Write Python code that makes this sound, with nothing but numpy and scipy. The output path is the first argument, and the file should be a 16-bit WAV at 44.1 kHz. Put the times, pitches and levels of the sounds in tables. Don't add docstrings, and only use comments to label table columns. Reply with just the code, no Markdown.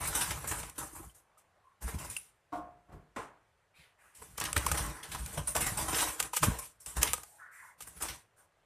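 import sys
import numpy as np
from scipy import signal
from scipy.fft import rfft, irfft, next_fast_len
from scipy.io import wavfile
from scipy.ndimage import uniform_filter1d

SR = 44100
rng = np.random.default_rng(int(sys.argv[2]) if len(sys.argv) > 2 else 0)


def transcribe(signal):
    frames = np.atleast_2d(signal).T
    limited = np.clip(frames, -1, 1)
    pcm = np.round(limited * 32767).astype(np.int16)
    wavfile.write(sys.argv[1], SR, pcm)


N = 381465

# [f/Hz, relative density/dB]
HISS_SPECTRUM = [(2500, -34), (4200, -15.5), (5500, -7), (7200, 0), (8700, 5), (10500, 2), (12000, -2),
                 (14500, -4.5)]
# [f/Hz, relative density/dB]
RASP_SPECTRUM = [(900, -36), (1600, -1), (2100, 1.5), (2800, 1), (3600, -1), (4600, -4), (6000, -1),
                 (9000, -35.5)]
# [f/Hz, relative density/dB]
BODY_SPECTRUM = [(120, -13.5), (200, -14), (290, 0), (600, 1), (1000, 3.5), (1500, 2), (2100, -7),
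                 (3200, -18.5), (5000, -37.5)]
# [f/Hz, width/Hz, gain/dB]
CAGE_RESONANCES = [(328, 45, 4), (372, 30, -11), (452, 45, 4), (522, 40, -6), (592, 45, 3), (670, 70, -3),
                   (1030, 100, 3), (1640, 70, 2), (1980, 90, 2)]


def feathers(slide_trims_db=(1, -4, 1), stroke_trims_db=(-7, -4, -2)):
    fine, coarse, _ = flurries()
    slides = [fine, np.sqrt(fine * coarse), coarse]
    slide_gains = amp(slide_trims_db)[:, None]
    stroke_gains = amp(stroke_trims_db)[:, None]
    power = slide_gains ** 2 * slides + stroke_gains ** 2 * strokes()
    hiss, rasp, body = np.sqrt(power) * flicker(rate_hz=200, depth_db=0.34)
    high = colour(hiss * grainy(share=0.42, per_s=7600), HISS_SPECTRUM)
    middle = colour(rasp * grainy(share=0.17, per_s=820), RASP_SPECTRUM)
    low = colour(body * grainy(share=0.27, per_s=290), BODY_SPECTRUM, CAGE_RESONANCES)
    return patchy(high, depth_db=2.34, size=512) + patchy(middle + low, depth_db=2.0, size=1024)


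# [start t/s, length/s, hiss level/dB, body level/dB, draught level/dB]
FLURRY_SPELLS = [(0, .32, -41.5, -44.5, -44), (0.327, .31, -48.5, -51, -45),
                 (0.748, 0.057, -54.5, -59.5, -57), (0.916, 0.13, -57, -82, -56.5),
                 (1.807, 0.092, -54, -56, -57), (1.93, .15, -54, -53.5, -48.5),
                 (4.174, 0.25, -62, -68.5, -59.5), (4.426, 0.35, -47, -46.5, -46),
                 (4.587, 0.3, -49, -48.5, -43.5), (4.943, 0.35, -59.5, -56, -66),
                 (5.072, 0.45, -51, -58.5, -47.5), (5.563, 0.3, -43, -45, -41.5),
                 (5.895, 0.19, -38, -43, -53), (6.177, 0.05, -50.5, -49, -52),
                 (6.426, 0.11, -43.5, -43, -46), (6.527, 0.14, -53.5, -68.5, -70),
                 (6.95, 0.18, -53.5, -52.5, -49.5), (7.775, 0.38, -59.5, -67, -61),
                 (8, 0.064, -45, -46.5, -53)]
SWELL_S, SETTLE_DB_PER_S = 0.013, 176
BEATS_PER_S, BEAT_DB = 35, 3.5


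def flurries():
    t = np.arange(3 * SR // 2) / SR
    power = np.zeros((3, N))
    for start_s, length_s, *levels_db in FLURRY_SPELLS:
        swell = np.minimum(t / SWELL_S, 1)
        settle = amp(-SETTLE_DB_PER_S * np.maximum(t - length_s, 0))
        add(power, start_s, (amp(levels_db)[:, None] * swell * settle) ** 2)
    return power * flicker(rate_hz=BEATS_PER_S, depth_db=BEAT_DB) ** 2


# [t/s, hiss level/dB, rasp re hiss/dB, body re hiss/dB, t60/s]
WING_STROKES = [(0.072, -21, -18, -20, 0.12), (0.1486, -18.5, -16, -19, 0.2), (.2076, -22, -6.5, -13, 0.23),
                (0.3044, -29.5, -3, -3.5, 0.14), (.4394, -38, -12, 4.5, 0.12),
                (0.4723, -26, -22, -13.5, 0.33), (.511, -25, -12, -4, 0.1), (.5814, -39, -19, -11, 0.18),
                (.6297, -41.5, 8.5, 7, 0.047), (0.7784, -31.5, -14.5, -9, 0.43),
                (0.829, -38, -18.5, -3, 0.11), (0.952, -41.5, -20, -6, 0.4), (1.028, -46.5, -23, 0.5, 0.12),
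                (1.145, -50.5, -23, -14.5, 0.33), (1.376, -54.5, -20.5, -18, 0.3),
                (1.821, -42, -25, -12, 1), (1.877, -41.5, -9.5, -2.5, 0.27), (1.9844, -37.5, -8, -20, 0.2),
                (2.0444, -31.5, -15.5, -6, 0.083), (2.096, -36.5, -10.5, -24, 0.46),
                (4.148, -48, -12, -22, 0.61), (4.2165, -43.5, -15, -5, 0.19), (4.379, -34, -3, -4, 0.09),
                (4.409, -32, 1.5, 1.5, 0.13), (4.4508, -26, -2.5, -19, 0.079), (4.562, -24.5, -3, -2, 0.11),
                (4.742, -29.5, -8.5, -3.5, 0.18), (4.7716, -27.5, -1, -5, 0.094),
                (5.0284, -39, -2, -12, 0.2), (5.114, -35, -5.5, -9.5, 0.3), (5.145, -37.5, -5, 6, 0.083),
                (5.3733, -30.5, -7, -3, 0.14), (5.471, -26, -16.5, -19.5, 0.2),
                (5.5493, -23.5, -10, -6, 0.24), (5.605, -22.5, -11, -7.5, 0.23),
                (5.662, -22.5, -15, -11.5, 0.2), (5.7716, -25, -11, -12.5, 0.24),
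                (5.881, -27, -8, -3, 0.21), (5.927, -32.5, 1, 3.5, .11), (5.9436, -37, 13.5, -15, 0.064),
                (5.983, -24, -4, -14, 0.33), (6.428, -22, -2, 4, 0.074), (6.586, -24.5, -17, -13.5, 0.092),
                (6.8006, -46.5, -23, -21, 0.45), (6.862, -35, -14, -14, 0.41),
                (6.9648, -26.5, -12.5, -7, .14), (7.013, -26.5, -7, -13, 0.45),
                (7.0714, -31, 4.5, -6, 0.072), (7.869, -38.5, -26, -10.5, 0.15),
                (8.021, -23, -16, -14.5, 0.15), (8.083, -34.5, -2, -6.5, 0.24)]
STROKE_RISE_S, STROKE_LEAD_S = 0.0054, 0.001


def strokes():
    t = np.arange(SR // 2) / SR
    power = np.zeros((3, N))
    for s, hiss_db, rasp_db, body_db, t60_s in WING_STROKES:
        shape = np.minimum(t / STROKE_RISE_S, 1) * amp(-60 * t / t60_s)
        levels_db = [[hiss_db], [hiss_db + rasp_db], [hiss_db + body_db]]
        add(power, s - STROKE_LEAD_S, (amp(levels_db) * shape) ** 2)
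    return power


# [t/s, snap level/dB, frame ring re snap/dB, scrape time constant before t/s, t60/s]
CAGE_CLICKS = [(0.151, -31.5, 5, .001, .05), (.476, -43, -13, .0004, .04), (0.633, -46.5, 10, .0017, 0.037),
               (0.698, -40, -10, .0013, .03), (2.167, -31, -13, .001, 0.026),
               (4.381, -31.5, 0, 0.0026, 0.022), (4.401, -26.5, -7.5, 0.00049, 0.032),
               (4.414, -34, -18, .0013, .02), (4.44, -27.5, -2, .0005, 0.027),
               (4.53, -20.5, -12, .0002, 0.011), (4.566, -24, 1, .0015, .022),
               (4.578, -23, -4, 0.00029, 0.021), (4.6645, -21, -0.5, .0002, 0.023),
               (4.716, -21.5, 3, 0.00049, 0.042), (4.863, -35.5, -20, .0007, 0.019),
               (5.151, -37.5, 2, .003, .05), (5.262, -32.5, -24, .0011, .025),
               (5.565, -20, -14.5, 0.00046, 0.015), (6.007, -27, -3, .001, .03),
               (6.203, -19.5, -2, 0.0029, 0.035), (6.227, -28, -21, 0.0012, 0.049),
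               (6.335, -33.5, 9, 0.0027, 0.29), (6.368, -21.5, 2, 0.0032, 0.07),
               (6.437, -22.5, 6.5, 0.0077, 0.11), (6.862, -34, -13.5, 0.0012, 0.014),
               (7.031, -12, -10, 0.00073, 0.023), (7.1338, -10.5, -10, 0.00016, 0.0034),
               (7.138, -26, 0, .0015, 0.04), (7.18, -42.5, 9.5, .002, .031),
               (7.234, -40, 1, 0.00086, 0.032), (7.806, -41, 6.5, 0.0009, 0.11),
               (7.822, -38.5, -9, 0.00055, 0.056), (8.023, -32, -5, 0.001, 0.025)]
# [f/Hz, relative density/dB]
SNAP_SPECTRUM = [(300, -16), (1200, -12), (2700, 1), (4200, -7.5), (6000, -3), (8500, 3.5), (11000, -3),
                 (14500, -4)]
# [f/Hz, relative level/dB, t60/s]
FRAME_MODES = [(500, -12.5, 0.052), (603, -22, 0.058), (840, -1, 0.019), (1047, -8.5, 0.01),
               (1225, -2.5, 0.035), (1560, -4, 0.017), (1840, -9.5, 0.011)]


def claws(snap_trim_db=-2, frame_trim_db=-5, frame_rise_s=0.0023, min_t60_s=0.004):
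    lead = SR // 40
    t = np.arange(-lead, SR // 4) / SR
    before, after = np.minimum(t, 0), np.maximum(t, 0)
    chatter = flicker(rate_hz=2300, depth_db=3)
    snaps, frame = np.zeros((2, N)), np.zeros((2, N))
    for s, db, ring_db, scrape_s, t60_s in CAGE_CLICKS:
        start_s = s - lead / SR
        shape = np.exp(before / scrape_s) * amp(-60 * after / max(t60_s, min_t60_s))
        snap = shape * noise(len(t)) * chatter[round(s * SR):][:len(t)]
        snap *= np.linalg.norm(shape) / np.linalg.norm(snap, axis=1, keepdims=True)
        add(snaps, start_s, amp(db + snap_trim_db) * snap)
        onset = np.minimum(after / frame_rise_s, 1)
        add(frame[0], start_s, amp(db + ring_db + frame_trim_db) * ring(FRAME_MODES, after) * onset)
    return colour(snaps, SNAP_SPECTRUM) + frame


# [t/s, f/Hz, level/dB, t60/s]
WIRE_PINGS = [(1.097, 3060, -58, 0.038), (1.372, 1245, -62, .08), (2.097, 9560, -39, .14),
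              (2.165, 2685, -36, 0.045), (2.166, 8780, -41, 0.099), (2.165, 9800, -42.5, 0.19),
              (4.564, 1415, -10, 0.01), (4.566, 1810, -15, 0.015), (4.666, 1040, -19.5, 0.022),
              (4.715, 1400, -16, 0.018), (5.03, 3300, -45, 0.055), (5.473, 9370, -29.5, 0.15),
              (6.333, 970, -27, 0.027), (7.029, 2795, -31, 0.022), (7.029, 6050, -23.5, .03),
              (7.134, 1006, -28, 0.022)]


def wires(spread=0.034, count=15, rise_s=0.0015):
    t = np.arange(SR // 2) / SR
    out = np.zeros((2, N))
    for s, hz, db, t60_s in WIRE_PINGS:
        bars = [(hz * (1 + spread * k), -9 * abs(k), t60_s) for k in np.linspace(-1, 1, count)]
        pair = np.array([ring(bars, t), ring(bars, t)])
        add(out, s, amp(db) * pair * np.minimum(t / rise_s, 1))
    return out


# [centre t/s, level/dB, pressure swing f/Hz, length/s]
WING_PUFFS = [(.072, -38, 85, 0.014), (0.298, -38, 72, 0.021), (0.511, -38, 90, 0.0072),
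              (.936, -49, 320, 0.014), (1.006, -44.5, 332, 0.017), (1.857, -33.5, 57, 0.038),
              (1.949, -30, 154, 0.0068), (1.956, -31, 72, 0.033), (3.8, -59.5, 158.3, 0.023),
              (4.576, -28.5, 78, 0.016), (4.721, -28, 70.4, 0.025), (4.809, -31.5, 119, 0.011),
              (4.841, -33, 60, 0.033), (4.9, -37, 67, 0.033), (5.141, -45, 73, 0.043),
              (5.233, -37.5, 58, 0.065), (5.386, -33, 148, 0.028), (5.422, -40.5, 77, .03),
              (5.6, -36, 78, 0.015), (5.725, -32, 95, 0.011), (5.874, -43, 84, 0.014),
              (6.433, -34, 155, 0.032), (6.483, -24.5, 111, 0.037), (6.485, -21.5, 188, 0.0075),
              (6.496, -31, 94.5, 0.024), (6.995, -32, 60, 0.043)]
# [f/Hz, relative density/dB]
AIR_SPECTRUM = [(15, -35.5), (35, -11), (60, 3.5), (85, -4), (110, -4.5), (160, -6), (230, -16),
                (400, -28.5), (900, -60.5)]


def air(draught_trim_db=-2, stroke_air_db=-9, wake_db=-9, wake_stretch=1.1):
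    swings = np.zeros((2, N))
    body_power = strokes()[2]
    draught_power = flurries()[2]
    stirred = amp(draught_trim_db) ** 2 * draught_power + amp(stroke_air_db) ** 2 * body_power
    lead = SR // 10
    t = np.arange(-lead, lead) / SR
    for s, db, hz, length_s in WING_PUFFS:
        start_s = s - lead / SR
        swing = np.sin(2 * np.pi * hz * t) * np.exp(-(2 * t / length_s) ** 2)
        eddies = 1 + 0.15 * unit(uniform_filter1d(rng.standard_normal(len(t)), size=90))
        add(swings[0], start_s, amp(db) * uniform_filter1d(swing * eddies, size=40))
        wake = np.exp(-(2 * t / (wake_stretch * length_s)) ** 2)
        add(stirred, start_s, amp(db + wake_db) ** 2 * wake)
    return swings + colour(np.sqrt(stirred) * noise(), AIR_SPECTRUM)


# [t/s, thud level/dB, low bump level/dB, hollow ring level/dB, rise/s, thud and bump t60/s]
FAR_KNOCKS = [(2.521, -56, -54, -33, 0.013, 0.86), (2.884, -60.5, -56.5, -56, 0.013, 0.62),
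              (2.919, -59.5, -47, -61, 0.0067, 0.42), (3.161, -37, -54, -57, 0.0021, 0.42)]
# [f/Hz, relative density/dB]
THUD_SPECTRUM = [(30, -30.5), (100, -13), (200, -11), (330, -8), (700, -8), (1000, -3), (1500, -10),
                 (2500, -19), (4500, -31.5), (8500, -26), (14000, -45)]
# [f/Hz, relative density/dB]
BUMP_SPECTRUM = [(20, -36), (50, 5.5), (100, 1), (170, -0.5), (260, -13.5), (420, -5), (1000, -37.5)]
# [f/Hz, relative level/dB, t60/s]
HOLLOW_MODES = [(303.4, 2, 0.17), (463, -2.5, 0.089), (648.6, -6.5, 0.39), (715, -1, 0.53), (765, -7, 0.21),
                (956, -3, 0.18), (1079, -1, 0.26), (1110, 3.5, 0.11), (1183, -14, 0.42), (1370, -10, 0.21),
                (1480, -10, 0.23)]


def knocks(ring_room_db=-2, rough=0.49):
    t = np.arange(SR) / SR
    thuds, bumps, rings = np.zeros((3, 2, N))
    for s, thud_db, bump_db, ring_db, rise_s, t60_s in FAR_KNOCKS:
        onset = np.minimum(t / rise_s, 1)
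        fade = onset * amp(-60 * t / t60_s)
        rattle = 1 + rough * unit(uniform_filter1d(rng.standard_normal(len(t)), size=110))
        add(thuds, s, amp(thud_db) * fade * noise(len(t)))
        add(bumps, s, amp(bump_db) * fade * noise(len(t)))
        add(rings[0], s, amp(ring_db) * onset * rattle * ring(HOLLOW_MODES, t))
    direct = colour(thuds, THUD_SPECTRUM) + colour(bumps, BUMP_SPECTRUM) + rings
    return direct + amp(ring_room_db) * room(rings)


# [t/s, length/s, centre f/Hz, width/Hz, band level/dB, fizz level/dB]
ROOM_SCUFFS = [(1.151, 0.97, 852, 607, -75.5, -90.5), (1.628, 0.14, 1078, 109, -67, -81.5),
               (2.553, .063, 5640, 2000, -76, -67.5), (3.734, 0.19, 2280, 600, -66, -81),
               (3.741, 0.23, 2870, 3440, -65, -70), (3.979, 0.24, 1723, 1740, -66.5, -67),
               (4.846, 0.42, 1497, 1110, -55.5, -76), (7.189, 0.35, 779, 220, -69.5, -63),
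               (7.384, 0.18, 1520, 600, -51.5, -85), (7.51, 0.26, 1707, 915, -55.5, -61.5),
               (7.611, 0.18, 976, 236, -60.5, -68), (8.362, 0.13, 1088, 1123, -68, -66)]


def scuffs():
    t = np.arange(SR // 2) / SR
    bands, fizz = np.zeros((2, N)), np.zeros((2, N))
    for s, length_s, hz, width_hz, band_db, fizz_db in ROOM_SCUFFS:
        swell = np.sin(np.pi * np.minimum(t / length_s, 1) ** 0.52)
        lowpass = signal.butter(3, width_hz / 2, fs=SR, output="sos")
        a, b = signal.sosfilt(lowpass, noise(len(t)))
        phase = 2 * np.pi * hz * t
        band = unit(a * np.cos(phase) + b * np.sin(phase))
        add(bands[0], s, amp(band_db) * swell * band)
        add(fizz, s, amp(fizz_db) * swell * noise(len(t)))
    return patchy(bands + colour(fizz, HISS_SPECTRUM), depth_db=2.0, size=1024)


# [f/Hz, t60/s]
ROOM_DECAY = [(100, 0.52), (500, 0.3), (1500, 0.28), (4000, 0.23), (9000, 0.32), (14000, 0.11)]


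def room(x):
    taps = noise(SR * 3 // 4)
    taps[:, :200] = 0
    hz, t, z = signal.stft(taps, SR, nperseg=256)
    decay = amp(-60 * t / read(ROOM_DECAY, hz)[:, None])
    tail = signal.istft(z * decay, SR, nperseg=256)[1]
    return signal.oaconvolve(x[:1], tail / np.linalg.norm(tail[0]), axes=1)[:, :N]


# [f/Hz, relative density/dB]
ROOM_TONE_SPECTRUM = [(20, -24.5), (50, -10), (110, -7.5), (250, -23), (420, -15.5), (650, -12.5),
                      (1100, -16), (1600, -16), (2500, -20.5), (5000, -24.5), (9000, -24), (14500, -34)]
ROOM_TONE_DB = -71.5


def room_tone():
    return amp(ROOM_TONE_DB) * patchy(colour(noise(), ROOM_TONE_SPECTRUM), depth_db=1.0, size=1024)


def amp(db):
    return 10 ** (np.asarray(db) / 20)


def unit(x):
    return x / np.sqrt(np.mean(x ** 2) + 1e-20)


def read(points, hz):
    f, value = np.transpose(points)
    return np.interp(np.log(hz + 1), np.log(f + 1), value)


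def add(mix, s, sound):
    part = mix[..., max(round(s * SR), 0):][..., :sound.shape[-1]]
    part += sound[..., :part.shape[-1]]


def noise(count=N):
    return rng.standard_normal((2, count))


def grainy(share, per_s):
    snaps = noise() * (rng.random(N) < per_s / SR)
    return np.sqrt(1 - share) * noise() + np.sqrt(share) * unit(snaps)


def flicker(rate_hz, depth_db):
    steps = rng.standard_normal(N // 8)
    position = np.arange(N) / SR * rate_hz
    return unit(amp(depth_db * np.interp(position, np.arange(len(steps)), steps)))


def ring(modes, t):
    hz, db, t60_s = np.transpose(modes)[:, :, None]
    detune = 1 + 0.01 * rng.uniform(-0.55, 1, hz.shape)
    waves = np.sin(2 * np.pi * (hz * detune * t + rng.random(hz.shape)))
    total = (amp(db - 60 * t / t60_s) * waves).sum(0)
    return total / np.sqrt(np.sum(amp(db) ** 2) / 2)


def colour(x, spectrum, resonances=()):
    hz = np.fft.rfftfreq(8192, 1 / SR)
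    db = read(spectrum, hz) + sum(g / (1 + (2 * (hz - f) / w) ** 2) for f, w, g in resonances)
    log_gain = np.log(amp(np.r_[db, db[-2:0:-1]]))
    minimum_phase = np.exp(np.conj(signal.hilbert(log_gain)))
    taps = np.fft.ifft(minimum_phase).real[:4096]
    return signal.oaconvolve(x, taps[None] / np.linalg.norm(taps), axes=1)[:, :N]


def patchy(x, depth_db, size):
    z = signal.stft(x, nperseg=size)[2]
    fields = rng.standard_normal((2,) + z.shape[1:])
    narrow, broad = uniform_filter1d(fields, size=5, axis=2)
    patches = unit(uniform_filter1d(narrow, size=3, axis=0)) + unit(uniform_filter1d(broad, size=14, axis=0))
    return signal.istft(z * unit(amp(depth_db * patches)), nperseg=size)[1][:, :N]


# [f/Hz, side re mid/dB]
SIDE_LEVEL = [(20, -61.5), (2800, -77.5), (4200, -40.5), (6000, -14.5), (9000, -5.5), (14000, -8)]


def scene(feather_room_db=-12, click_room_db=-17, scuff_room_db=-9):
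    wings, contacts, far = feathers(), claws() + wires(), scuffs()
    sends = amp(feather_room_db) * wings + amp(click_room_db) * contacts + amp(scuff_room_db) * far
    mid, side = wings + contacts + room(sends) + air() + knocks() + far + room_tone()
    size = next_fast_len(N)
    side_gain = amp(read(SIDE_LEVEL, np.fft.rfftfreq(size, 1 / SR)))
    side = irfft(rfft(side, size) * side_gain, size)[:N]
    return np.array([mid + side, mid - side])


def suppress(x, threshold_db=-63, most_db=9, corner_hz=2800):
    highpass = signal.butter(2, corner_hz, "high", fs=SR, output="sos")
    treble = signal.sosfiltfilt(highpass, x)
    power = abs(uniform_filter1d((treble ** 2).mean(0), size=900))
    power_db = 10 * np.log10(power + 1e-14)
    cut_db = np.clip(threshold_db - power_db, 0, most_db)
    return x + treble * (amp(-cut_db) - 1)


EDGE_HZ = 14480


def record(dry):
    lowpass = signal.firwin(601, EDGE_HZ, window=("kaiser", 8), fs=SR)
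    return signal.oaconvolve(suppress(dry), lowpass[None], "same")


dry = scene()
out = record(dry)
transcribe(out)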